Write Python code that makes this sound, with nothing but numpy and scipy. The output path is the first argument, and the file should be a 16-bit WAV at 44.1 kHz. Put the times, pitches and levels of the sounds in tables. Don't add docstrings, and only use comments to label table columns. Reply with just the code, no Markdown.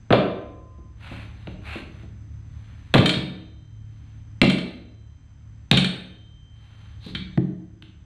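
import sys
import numpy as np
from scipy import signal
from scipy.fft import rfft, irfft, next_fast_len
from scipy.io import wavfile
from scipy.ndimage import uniform_filter1d

SR = 44100
rng = np.random.default_rng(int(sys.argv[2]) if len(sys.argv) > 2 else 0)


def wav_out(sig):
    wavfile.write(sys.argv[1], SR, np.round(np.clip(np.atleast_2d(sig).T, -1, 1) * 32767).astype(np.int16))


N = 355005

# (frequency [Hz], level [dB])
HUM_PARTIALS = [(72.5, -49.5), (107.7, -46), (144.5, -55.5), (183, -64), (253, -80)]
# (time [s], relative level [dB])
HUM_SWELL = [(0.04, -47), (1.45, -38.5), (2.48, -44), (4.07, -42.5), (5.38, -48.5), (6.75, -48),
             (7.89, -46.5)]
# (frequency [Hz], relative level [dB])
RUMBLE_COLOUR = [(20, -19), (40, -3.5), (75, 4.5), (110, -6.5), (180, -13), (290, -17.5), (380, -33),
                 (900, -49), (3000, -81)]
HISS_COLOUR = [(200, -3), (1000, -4), (1800, -4.5), (3000, -11.5), (4400, -16), (5600, -24.5), (8500, -27),
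               (11000, -50.5), (16000, -50.5)]
# (frequency [Hz], width [Hz], level [dB])
HISS_WHISTLES = [(5003, 220, -83), (6136, 350, -74.5), (7600, 890, -83)]
# (frequency [Hz], t60 [s])
REVERB_DECAY = [(100, 0.44), (300, 0.75), (700, 0.68), (2000, 0.5963), (4000, 0.53), (7000, 0.37),
                (11000, 0.48), (15000, 0.9)]
# (frequency [Hz], wet level [dB])
REVERB_COLOUR = [(80, -6.5), (170, 0.5), (320, -0.5), (650, -3), (1200, -5), (3000, -3), (8000, -2),
                 (11000, -9), (15000, -12.5)]
# (frequency [Hz], relative level [dB])
RUB_COLOURS = [
    [(300, -14), (800, -5.5), (1400, -3.5), (2000, -3.5), (2550, -6), (3200, -8), (4200, -11.5),
     (5400, -32), (9000, -28.5), (15000, -44)],
    [(300, -11), (1500, -12), (3000, -5), (4000, 4.5), (5600, -24.5), (9000, -27), (15000, -40.5)],
]
# (fastest moment [s], relative level [dB], rise [s], fall [s], light touch share [0-1])
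HAND_SLIDES = [(1.11, -44, .13, 0.2, 0), (1.5, -56.5, 0.24, 0.053, 0.1), (1.745, -41, 0.13, 0.087, 0.01),
               (2.0, -58, 0.12, 0.076, 0), (2.76, -61, 0.35, 0.75, 0), (4.06, -67, 0.32, 0.21, 0.1),
               (6.8, -59, 0.31, 0.27, 0.08), (7.085, -45, 0.08, 0.052, 0.93)]
# (frequency [Hz], relative level [dB], t60 [s])
RIM_MODES = [(397, -18, .42), (538, -23, 0.92), (618.3, -29, 0.43), (964, -25.5, .42), (1030, -37.5, 2.3),
             (1006, -27, 0.29), (1173, -31, 0.21), (1220, -58.5, 4.3), (2374, -27.5, 0.61)]
DISC_MODES = [(1435, -8.5, 0.31), (1760, -17, 0.6), (2280, -6.5, 0.55), (2384, -5.5, 0.44),
              (3124, 4.5, 0.19), (3094, -15, 1.005), (3128, -29.5, 3.8), (3330, -7.5, 0.44),
              (3680, -10, 0.71), (3510, -9.5, 0.36), (3690, -3, 0.41), (4010, -17.5, 1.1), (4228, -7, 0.19),
              (4320, -12, 0.31), (5480, -19, 0.096), (5640, -25, 0.19), (6820, -16.5, 0.15),
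              (7070, -21, .2), (7740, -17.5, .22), (8160, -19.5, 0.44), (9100, -19, .25), (9300, -24, .2)]
TIRE_MODES = [(48, -20.5, 0.3), (70, -14.5, 0.32), (98, -6.5, .2), (133.3, -0.5, 0.26), (183.24, 3, 0.35),
              (186, -11, 0.93), (208.5, -8, 0.26), (270, -4.5, 0.054), (314.5, -10.5, 0.73),
              (347, -16.5, 0.24), (406.4, -22.5, 0.45), (618, -31, 0.64), (693, -28.5, 0.35)]
# (frequency [Hz], relative level [dB])
CLINK_COLOUR = [(900, -14.5), (1500, -2), (2100, -4), (3300, 0), (4300, 1.5), (5000, -20.5), (9000, -23.5),
                (11000, -33), (15000, -39.5)]
CRACK_COLOUR = [(300, -19), (800, -3.5), (1100, -5.5), (1550, -0.5), (2400, 4.5), (4200, 1), (5100, -23),
                (8500, -23), (11000, -32.5), (15000, -45)]
THUD_COLOUR = [(60, -18), (150, -4.5), (300, 1.5), (480, -3.5), (720, -4), (850, -15), (1150, -13.5),
               (1500, -21), (3000, -32.5), (6000, -70)]
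# (time [s], relative level [dB], treble [dB])
DISC_CLANKS = [(0.129, -23, -21.5), (2.978, -5.5, -10), (3.058, -2.5, 0), (3.092, -3.5, -2.5),
               (3.138, -11, -16.5), (4.4978, -8, 1), (4.583, -17, -3.5), (5.7718, -1, -0.5),
               (5.844, -7, -2), (7.149, -18.5, -13)]
# (time [s],
# crack [dB], crack tilt [dB/octave], boom [dB], thud [dB], thud tilt [dB/octave], hand damping [dB/s])
WHEEL_BLOWS = [(0.1054, -15, -7.5, -7.5, -7, 2.5, 14.5), (0.1251, 1.5, -8.5, -16.5, -9, 0.5, 11),
               (0.1303, -6, -5.5, -15.5, -1, 2.5, 15.5), (0.7835, -62, -6, -46, -42, -5, 33),
               (1.1145, -52, -7, -38.5, -31.5, -2.5, 41), (1.4717, -29, -3.5, -37.5, -30.5, -2, 44),
               (1.7544, -56, 2, -36.5, -30, -4, 38), (2.033, -58, 6, -45, -45, -3, 51),
               (2.9395, -1, 2, -17, -7, 6, 15.5), (2.946, 0, -2, -8.5, -8, -3, 36.5),
               (2.9859, -17.5, -0.5, -8.5, -7, -6.5, 43.5), (3.1642, -36, -6, -18, -31.5, 4, 33),
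               (4.4157, 6.5, -1.5, -9, -3.5, -4.5, 28), (5.7131, 7.5, -1.5, -11, -13, -1, 14),
               (7.0637, -38.5, 9.5, -33.5, -37.5, -3, 27), (7.1488, -32, -4, -31, -49, -5, 10.5),
               (7.3753, -18, -15, -7, -22, -9, 87), (7.8233, -29, 0, -40.5, -67.5, -17, 19.5)]


def from_db(db):
    return 10 ** (np.asarray(db) / 20)


def unit_rms(x):
    return x / np.sqrt(np.mean(x ** 2) + 1e-20)


def seconds(size):
    return np.arange(size) / SR


def at_hz(points, hz):
    known_hz, values = np.transpose(points)
    return np.interp(np.log(np.maximum(hz, 1)), np.log(known_hz), values)


def add(out, start_s, sound):
    at = int(start_s * SR)
    out[at:at + len(sound)] += sound[:N - at]


def noise(colour, size):
    hz = np.arange(size // 2 + 1) * SR / size
    phases = np.exp(2j * np.pi * rng.random(len(hz)))
    return unit_rms(irfft(from_db(at_hz(colour, hz)) * phases, size))


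def narrow_noise(centre_hz, width_hz):
    size = next_fast_len(N)
    hz = np.arange(size // 2 + 1) * SR / size
    bell = np.exp(-2 * ((hz - centre_hz) / width_hz) ** 2)
    return unit_rms(irfft(rfft(rng.standard_normal(size)) * bell, size)[:N])


def burst(colour, tilt_db, knee_hz, rise_s, t60):
    t = seconds(SR // 6)
    envelope = from_db(-60 * t / t60) * (1 - np.exp(-t / rise_s))
    tilted = [(hz, db + tilt_db * np.log2(max(hz / knee_hz, 1))) for hz, db in colour]
    return unit_rms(noise(tilted, len(t)) * envelope) * np.sqrt(np.mean(envelope ** 2))


def ringing(modes):
    t = seconds(3 * SR // 2)
    return np.array([(-1) ** k * from_db(db - 60 * t / t60) * np.sin(2 * np.pi * hz * t)
                     for k, (hz, db, t60) in enumerate(modes)])


def room_tone(rumble_db=-44, hiss_db=-65, waver_db=3, waver_hz=6.6, swell_share=0.45):
    t, hum = seconds(N), np.zeros(N)
    for hz, db in HUM_PARTIALS:
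        level = from_db(db + waver_db * narrow_noise(0, waver_hz))
        hum += level * np.sqrt(2) * np.sin(2 * np.pi * (hz * t + rng.random()))
    rumble = from_db(rumble_db) * noise(RUMBLE_COLOUR, N)
    contour = np.interp(t, *np.transpose(HUM_SWELL))
    swell = from_db(swell_share * (contour - np.median(contour)))
    whistles = sum(from_db(db) * narrow_noise(hz, width) for hz, width, db in HISS_WHISTLES)
    return (hum + rumble) * swell + whistles + from_db(hiss_db) * noise(HISS_COLOUR, N)


def garage_reverb(send, predelay_s=0.00043, build_s=0.01):
    t = seconds(SR * 4 // 3)
    hz = np.arange(len(t) // 2 + 1) * SR / len(t)
    white, tail = np.exp(2j * np.pi * rng.random(len(hz))), 0
    build = 1 - np.exp(-np.maximum(t - predelay_s, 0) / build_s)
    edges_hz = 30 * 2 ** np.arange(0, 9.6, 0.5)
    for low, high in zip(edges_hz, edges_hz[1:]):
        centre = np.sqrt(low * high)
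        band = irfft(white * (hz >= low) * (hz < high), len(t))
        decay = from_db(-60 * t / at_hz(REVERB_DECAY, centre))
        unity_gain = np.sqrt(2 * (high - low) / SR / len(t))
        tail += unit_rms(band * build * decay) * unity_gain * from_db(at_hz(REVERB_COLOUR, centre))
    return signal.fftconvolve(send, tail)[:N]


def hand_slides(trim_db=-1.5, grain_db=2, grain_hz=160, rasp_db=-42, rasp_at_db=-41, rasp_growth=2.5):
    out, t = np.zeros(N), seconds(N)
    firm, light = (noise(colour, next_fast_len(N))[:N] for colour in RUB_COLOURS)
    rasp = narrow_noise(centre_hz=2500, width_hz=510)
    for peak_s, peak_db, rise_s, fall_s, lightness in HAND_SLIDES:
        from_peak = np.maximum((peak_s - t) / rise_s, (t - peak_s) / fall_s)
        db = peak_db - 21 * np.minimum(from_peak, 2) ** 3.4
        out += from_db(db) * (np.sqrt(1 - lightness) * firm + np.sqrt(lightness) * light)
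        out += from_db(rasp_db + rasp_growth * (db - rasp_at_db)) * (1 - lightness) * rasp
    return out * from_db(trim_db + grain_db * narrow_noise(0, grain_hz))


def rim_ring(struck_s=0.125, damped_s=0.85, fade_s=0.15, trim_db=1):
    out = np.zeros(N)
    add(out, struck_s, from_db(trim_db) * ringing(RIM_MODES).sum(axis=0))
    return out * np.interp(seconds(N), [damped_s, damped_s + fade_s], [1, 0])


def disc_clanks(ring_db=-18, clink_db=-3, ring_send_db=-10, twin_ratio=1.0052, twin_db=-5.5, twin_t60=0.45):
    rings, clinks = np.zeros(N), np.zeros(N)
    twins = [(hz * twin_ratio, db + twin_db, min(t60, twin_t60)) for hz, db, t60 in DISC_MODES]
    disc = ringing(DISC_MODES) + ringing(twins)
    treble_share = np.clip(np.log2(np.array(DISC_MODES)[:, 0] / 3500), 0, 1)
    for hit_s, db, treble_db in DISC_CLANKS:
        add(rings, hit_s, from_db(db + ring_db + treble_db * treble_share) @ disc)
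        clink = burst(CLINK_COLOUR, treble_db / 2, knee_hz=3000, rise_s=0.0019, t60=0.04)
        add(clinks, hit_s, from_db(db + clink_db) * clink)
    return rings + clinks, from_db(ring_send_db) * rings + clinks


def wheel_blows(crack_trim_db=-1, boom_trim_db=-0.5, thud_trim_db=2, spread_db=3):
    hard_crack_db, rebound_s, rebound_db = -5, 0.0143, 1
    knock_send_db, boom_send_db = 1.38, -1.5
    direct, send, tire = np.zeros(N), np.zeros(N), ringing(TIRE_MODES)
    octaves = np.clip(np.log2(np.array(TIRE_MODES)[:, 0] / 180), -2, 1)
    for hit_s, crack_db, crack_tilt, boom_db, thud_db, thud_tilt, damping in WHEEL_BLOWS:
        pressing = damping - 13
        brightening_db = min(0.46 * pressing, 2.5) * octaves
        choke = from_db(-damping * seconds(tire.shape[1]))
        screen_db = 0.04 * pressing
        crack = burst(CRACK_COLOUR, crack_tilt, knee_hz=1070, rise_s=0.00046, t60=0.016)
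        layers = [(hit_s, from_db(crack_db + crack_trim_db) * crack, knock_send_db)]
        landings = [(hit_s, 0)]
        if crack_db > hard_crack_db:
            landings.append((hit_s + rebound_s, rebound_db))
        for landing_s, lift_db in landings:
            thud = burst(THUD_COLOUR, thud_tilt, knee_hz=181, rise_s=0.0012, t60=0.067)
            thud *= from_db(thud_db + thud_trim_db + lift_db)
            scatter_db = spread_db * rng.standard_normal(len(TIRE_MODES))
            boom = from_db(boom_db + boom_trim_db + lift_db + brightening_db + scatter_db) @ tire
            layers += [(landing_s, thud, knock_send_db), (landing_s, boom * choke, boom_send_db)]
        for start_s, sound, send_db in layers:
            add(direct, start_s, sound)
            add(send, start_s, from_db(send_db - screen_db) * sound)
    return direct, send


def scene():
    blows, blows_send = wheel_blows()
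    clanks, clanks_send = disc_clanks()
    rubbing = hand_slides()
    reverb = garage_reverb(blows_send + clanks_send + rubbing)
    return (blows + clanks + rubbing + rim_ring() + reverb + room_tone())[None]


def gain_control(x, threshold_db=-13.5, max_cut_db=6.5, release_db_per_s=4.5, detector_s=0.011):
    window = int(detector_s * SR)
    level_db = 10 * np.log10(np.maximum(uniform_filter1d(x ** 2, window), 1e-12))
    over_db = np.clip(level_db - threshold_db, 0, max_cut_db)
    release_db = release_db_per_s * seconds(N)
    cut_db = np.maximum.accumulate(over_db + release_db, axis=-1) - release_db
    return x * from_db(-uniform_filter1d(cut_db, window))


def record(dry, ceiling=1.2, stopband_hz=16300):
    rounded = ceiling * np.tanh(gain_control(dry) / ceiling)
    return signal.sosfilt(signal.cheby2(12, 70, stopband_hz, fs=SR, output="sos"), rounded)


dry = scene()
out = record(dry)
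wav_out(out)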